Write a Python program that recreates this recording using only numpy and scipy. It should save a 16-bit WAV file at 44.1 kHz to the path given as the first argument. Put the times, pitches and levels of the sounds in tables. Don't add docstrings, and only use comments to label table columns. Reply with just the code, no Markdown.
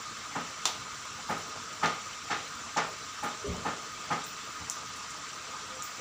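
import sys
import numpy as np
from scipy import signal
from scipy.fft import rfft, irfft
from scipy.io import wavfile
from scipy.ndimage import uniform_filter1d

SR = 44100
rng = np.random.default_rng(int(sys.argv[2]) if len(sys.argv) > 2 else 0)


def output_pcm(signal):
    pcm = np.clip(np.atleast_2d(signal).T, -1, 1) * 32767
    wavfile.write(sys.argv[1], SR, np.round(pcm).astype(np.int16))


N = 264644

# (time [s], strength [dB], brightness [dB per octave], extra sizzle [dB])
BLOWS = [(.351, -7.5, 0, -14), (1.29, -5, -0.4, -2.5), (1.826, -.3, 1.5, -9), (2.299, -4.5, 2.5, -14),
         (2.763, -1, 1.1, -13), (3.2272, -7, 0.5, 3), (3.6505, -5.5, -0.3, -10), (4.103, -4.5, 0.5, -8)]
# (pitch [Hz], build-up time [s])
SWELL = [(100, 0.0096), (400, 0.0045), (900, 0.00093), (1500, 0.0019), (5000, 0.012)]


def amp(db):
    return 10 ** (np.asarray(db) / 20)


def read(points, hz):
    f, value = np.transpose(points)
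    return np.interp(np.log(hz + 1), np.log(f + 1), value)


def add(mix, s, sound):
    part = mix[round(s * SR):][:len(sound)]
    part += sound[:len(part)]


def colour(x, db_at, size=8192):
    log_gain = np.log(amp(db_at(abs(np.fft.fftfreq(size, 1 / SR)))))
    taps = np.fft.ifft(np.exp(np.conj(signal.hilbert(log_gain)))).real
    return signal.fftconvolve(x, taps[:size // 2])[:len(x)]


def within(x, low_hz, high_hz, order=8):
    low, high = np.minimum([low_hz, high_hz], SR / 2 - 1)
    high_pass = signal.butter(order, low, "high", fs=SR, output="sos")
    low_pass = signal.butter(order // 2, high, fs=SR, output="sos")
    return signal.sosfilt(low_pass, signal.sosfilt(high_pass, x))


def mode(hz, db, rise, t60):
    t = np.arange(SR // 2) / SR
    envelope = (1 - np.exp(-t / rise)) * np.exp(-np.log(1000) * t / t60)
    return amp(db) * envelope * np.sin(2 * np.pi * (hz * t + rng.random()))


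def echoes(swell=0.95, linger=1., bands=9):
    # (pitch [Hz], time to fall 60 dB [s])
    room_ring = [(100, 0.19), (500, 0.51), (1200, 0.33), (3500, 0.52), (8000, 0.15), (15000, 0.32)]
    t = np.arange(SR // 2) / SR
    spectrum = rfft(rng.standard_normal(len(t)))
    hz = np.fft.rfftfreq(len(t), 1 / SR)
    centres = np.geomspace(60, 15000, bands)
    out = np.zeros(len(t))
    for centre, share in zip(centres, np.eye(bands)):
        band = irfft(spectrum * read(np.c_[centres, share], hz), len(t))
        build_up = 1 - np.exp(-t / (swell * read(SWELL, centre)))
        decay = np.exp(-np.log(1000) * t / (linger * read(room_ring, centre)))
        out += band * build_up * decay
    return out


def burst(length, passes=6):
    t = np.arange(SR // 2) / SR
    fade = np.exp(-t / length)
    crack = rng.standard_normal(len(t)) * fade
    for _ in range(passes):
        even = irfft(np.exp(1j * np.angle(rfft(crack))), len(t))
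        crack = even * fade ** (1 / passes)
    return crack / np.linalg.norm(crack)


def scratch(length, wet_db=-0.5, swell=0.53, linger=0.84):
    room = echoes(swell, linger)
    return burst(length) + amp(wet_db) * room / np.linalg.norm(room)


def reflect(x, echo_db, latest=.006, count=6):
    echo = np.zeros(len(x))
    for k, u in enumerate(rng.random(count)):
        delay = int((.2 + .8 * u) * latest * SR)
        echo += np.roll(x, delay) * (-1) ** k
    return (x + amp(echo_db) * echo / np.sqrt(count)) / np.hypot(1, amp(echo_db))


def mottle(x, frames=5, bins=11):
    # (pitch [Hz], drift [dB])
    drift_size = [(100, 1.5), (300, 2), (800, 4), (1250, 0.4), (2000, 2), (4000, 1.5), (9000, 1),
                  (13000, 3)]
    hz, _, z = signal.stft(x, SR, nperseg=1024, noverlap=768)
    patches = uniform_filter1d(rng.standard_normal(z.shape), bins, axis=0)
    patches = uniform_filter1d(patches, frames, axis=1)
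    drift_db = read(drift_size, hz)[:, None] * patches / patches.std()
    return signal.istft(z * amp(drift_db), nperseg=1024, noverlap=768)[1][:len(x)]


def background():
    # (pitch [Hz], level [dB])
    hiss = [(20, -66), (45, -45), (85, -34), (130, -35), (200, -37), (400, -43.5), (750, -42), (1000, -35),
            (2000, -35.5), (6000, -38), (16000, -41.5)]
    # (pitch [Hz], width [Hz], boost [dB])
    standing_waves = [(233, 12, 6.5), (290.3, 5, 9.5), (445, 32.5, 12.5), (523, 24, 8.5), (624.7, 16, 10),
                      (967, 24, 6.5), (1248, 55, 2.5)]
    # (time [s], pitch [Hz], level [dB], length [s])
    far_tones = [(5.68, 520, -48, 0.14), (5.757, 1235, -48, 0.11)]

    def hiss_db(hz):
        peaks = sum(db / (1 + (2 * (hz - f) / width) ** 2) for f, width, db in standing_waves)
        return read(hiss, hz) + peaks

    air = colour(rng.standard_normal(N), hiss_db)
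    air = mottle(reflect(air, echo_db=-11))
    for s, hz, db, length in far_tones:
        t = np.arange(int(length * SR)) / SR
        swell_and_fade = np.sin(np.pi * t / length)
        add(air, s, amp(db) * swell_and_fade * np.sin(2 * np.pi * hz * t))
    return air


def wire_ticks(count=70, loudest_db=-8, spread_db=4, centre_hz=7800, length=0.007):
    out = np.zeros(N)
    for when, softness, pitch in rng.random((count, 3)):
        hz = centre_hz * 2 ** (pitch - .5)
        tick = within(burst(length), hz / 1.1, hz * 1.1)
        add(out, when * N / SR, amp(loudest_db - spread_db * softness) * tick)
    return out


def hammer(ring_t60=0.32, dense_db=-1, linger=0.97, swell=1.8, lag=.002, fresh=0.82,
           spot_db=2.0, knock_hz=880, knock_db=-28):
    # (pitch [Hz], level [dB])
    wood_modes = [(168, -32), (234, -31), (281, -35.5), (414, -36), (458, -37), (623, -85), (763, -45),
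                  (827, -29), (869, -34), (908, -43), (968, -47), (1047, -38), (1201, -42.5), (1236, -35.5),
                  (1296, -43), (1405, -40), (1518, -41), (1640, -39), (1785, -32.5)]
    # (pitch [Hz], level [dB])
    blow_colour = [(40, -34), (100, -8), (220, -10), (400, -15), (850, -11.5), (1300, -15), (2100, -15.5),
                   (3200, -22.5), (4500, -28.5), (7000, -27), (15000, -40)]
    rings = np.array([mode(hz, db, swell * read(SWELL, hz), ring_t60) for hz, db in wood_modes])
    path = echoes(swell, linger)
    out = np.zeros(N)
    for s, db, bright, _ in BLOWS:
        dense = np.sqrt(1 - fresh ** 2) * path + fresh * echoes(swell, linger)
        ring = amp(spot_db * rng.standard_normal(len(wood_modes))) @ rings
        blow = ring + amp(dense_db) * colour(dense, lambda hz: read(blow_colour, hz))
        tilted = colour(blow, lambda hz: bright * np.log2(np.clip(hz, 150, 4000) / 1000))
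        add(out, s, amp(db) * mode(knock_hz, knock_db, 0.00033, 0.12))
        add(out, s + lag, amp(db) * tilted)
    return out


def hammer_treble():
    crack_db, crack_db_per_brightness, crack_lag_s = -5, 4, 0.0064
    sizzle_base_db, sizzle_lag_s = 7, 0.0049
    out = np.zeros(N)
    for s, db, bright, sizzle_db in BLOWS:
        crack = within(scratch(.04), 1960, 4200, order=4)
        sizzle = within(scratch(0.039), 9000, 15000)
        add(out, s + crack_lag_s, amp(db + crack_db + crack_db_per_brightness * bright) * crack)
        add(out, s + sizzle_lag_s, amp(db + sizzle_base_db + sizzle_db) * sizzle)
    return out


def slip(length, low_hz, high_hz):
    # (pitch [Hz], level before filtering [dB], time to fall 60 dB [s])
    steel = [(906, -48, 0.13), (1170, -40, 0.039), (3600, -30.5, 0.086), (4180, -28, 0.031),
             (5860, -45, 0.022), (6680, -32, 0.036)]
    ring = sum(mode(hz, level, 0.0009, t60) for hz, level, t60 in steel)
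    return within(scratch(length) + ring, low_hz, high_hz)


def pliers():
    # (time [s], level before filtering [dB], lowest pitch [Hz])
    snaps = [(.6550, 7, 140), (1.8586, -1.5, 3000), (4.6988, 3, 5700), (5.756, -4, 6500), (5.8235, 0, 6650)]
    # (time [s], level before filtering [dB], pitch [Hz])
    scrapes = [(1.378, -7, 10400), (2.77, 1, 5660), (4.239, -4, 8400), (4.2603, -4.5, 15600),
               (4.96, -7, 9100), (5.105, -7, 7900), (5.834, -2, 16400)]
    # (pitch [Hz], gain [dB])
    click_colour = [(120, -40), (240, -5), (480, -13), (900, 4.5), (1400, -7.5), (2600, -0.5), (3500, 1),
                    (4900, 1), (5800, 2.5), (9000, 2), (15000, 11.5)]
    full_snap_s, halving_hz = 0.002, 3000
    hard_top_hz, hard_db, dull_octaves_per_db = 12600, 1.5, 0.36
    scrape_s, scrape_octaves = .013, 0.26
    out = np.zeros(N)
    for s, db, low_hz in snaps:
        top_hz = hard_top_hz / 2 ** (dull_octaves_per_db * max(hard_db - db, 0))
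        snap_s = full_snap_s / (1 + low_hz / halving_hz)
        add(out, s, amp(db) * slip(snap_s, low_hz, top_hz))
    for s, db, hz in scrapes:
        reach = 2 ** scrape_octaves
        add(out, s, amp(db) * slip(scrape_s, hz / reach, hz * reach))
    return colour(out, lambda hz: read(click_colour, hz))


def bump(note_rise=0.0022, thud_rise=0.0086, echo_lag=.02, swell=0.33, linger=2.54):
    # (pitch [Hz], level [dB])
    note_modes = [(410, -30), (587, -46)]
    # (pitch [Hz], level [dB])
    thud_modes = [(73.6, -34), (109, -46), (178, -32.5), (233, -36.5)]
    # (pitch [Hz], gain [dB])
    bump_colour = [(25, -25), (60, -15), (150, -13), (280, -24), (600, -25.5), (1000, -48), (4000, -66)]
    touch_s, settle_s, t60 = 3.442, .034, 0.38
    out = np.zeros(N)
    add(out, touch_s, sum(mode(hz, db, note_rise, t60) for hz, db in note_modes))
    add(out, touch_s + settle_s, sum(mode(hz, db, thud_rise, t60) for hz, db in thud_modes))
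    room = colour(echoes(swell, linger), lambda hz: read(bump_colour, hz))
    add(out, touch_s + echo_lag, room)
    return out


def scene():
    work = wire_ticks() + pliers()
    knocks = hammer() + hammer_treble() + bump()
    return np.tile(background() + work + knocks, (2, 1))


def record(dry):
    # (pitch [Hz], gain [dB])
    mic = [(900, -0.5), (1100, 1), (1250, 8.5), (1400, 4), (1700, -2.5), (5000, -2.5), (6150, 1.5),
           (6600, -6), (7000, 1), (7450, -0.5), (8100, -10), (10000, -20.5), (13700, -33), (15100, -14)]
    edge_hz = 15500
    heard = np.array([colour(side, lambda hz: read(mic, hz)) for side in dry])
    low_pass = signal.firwin(511, edge_hz, window=("kaiser", 9), fs=SR)
    return signal.oaconvolve(heard, low_pass[None], "same", axes=1)


dry = scene()
out = record(dry)
output_pcm(out)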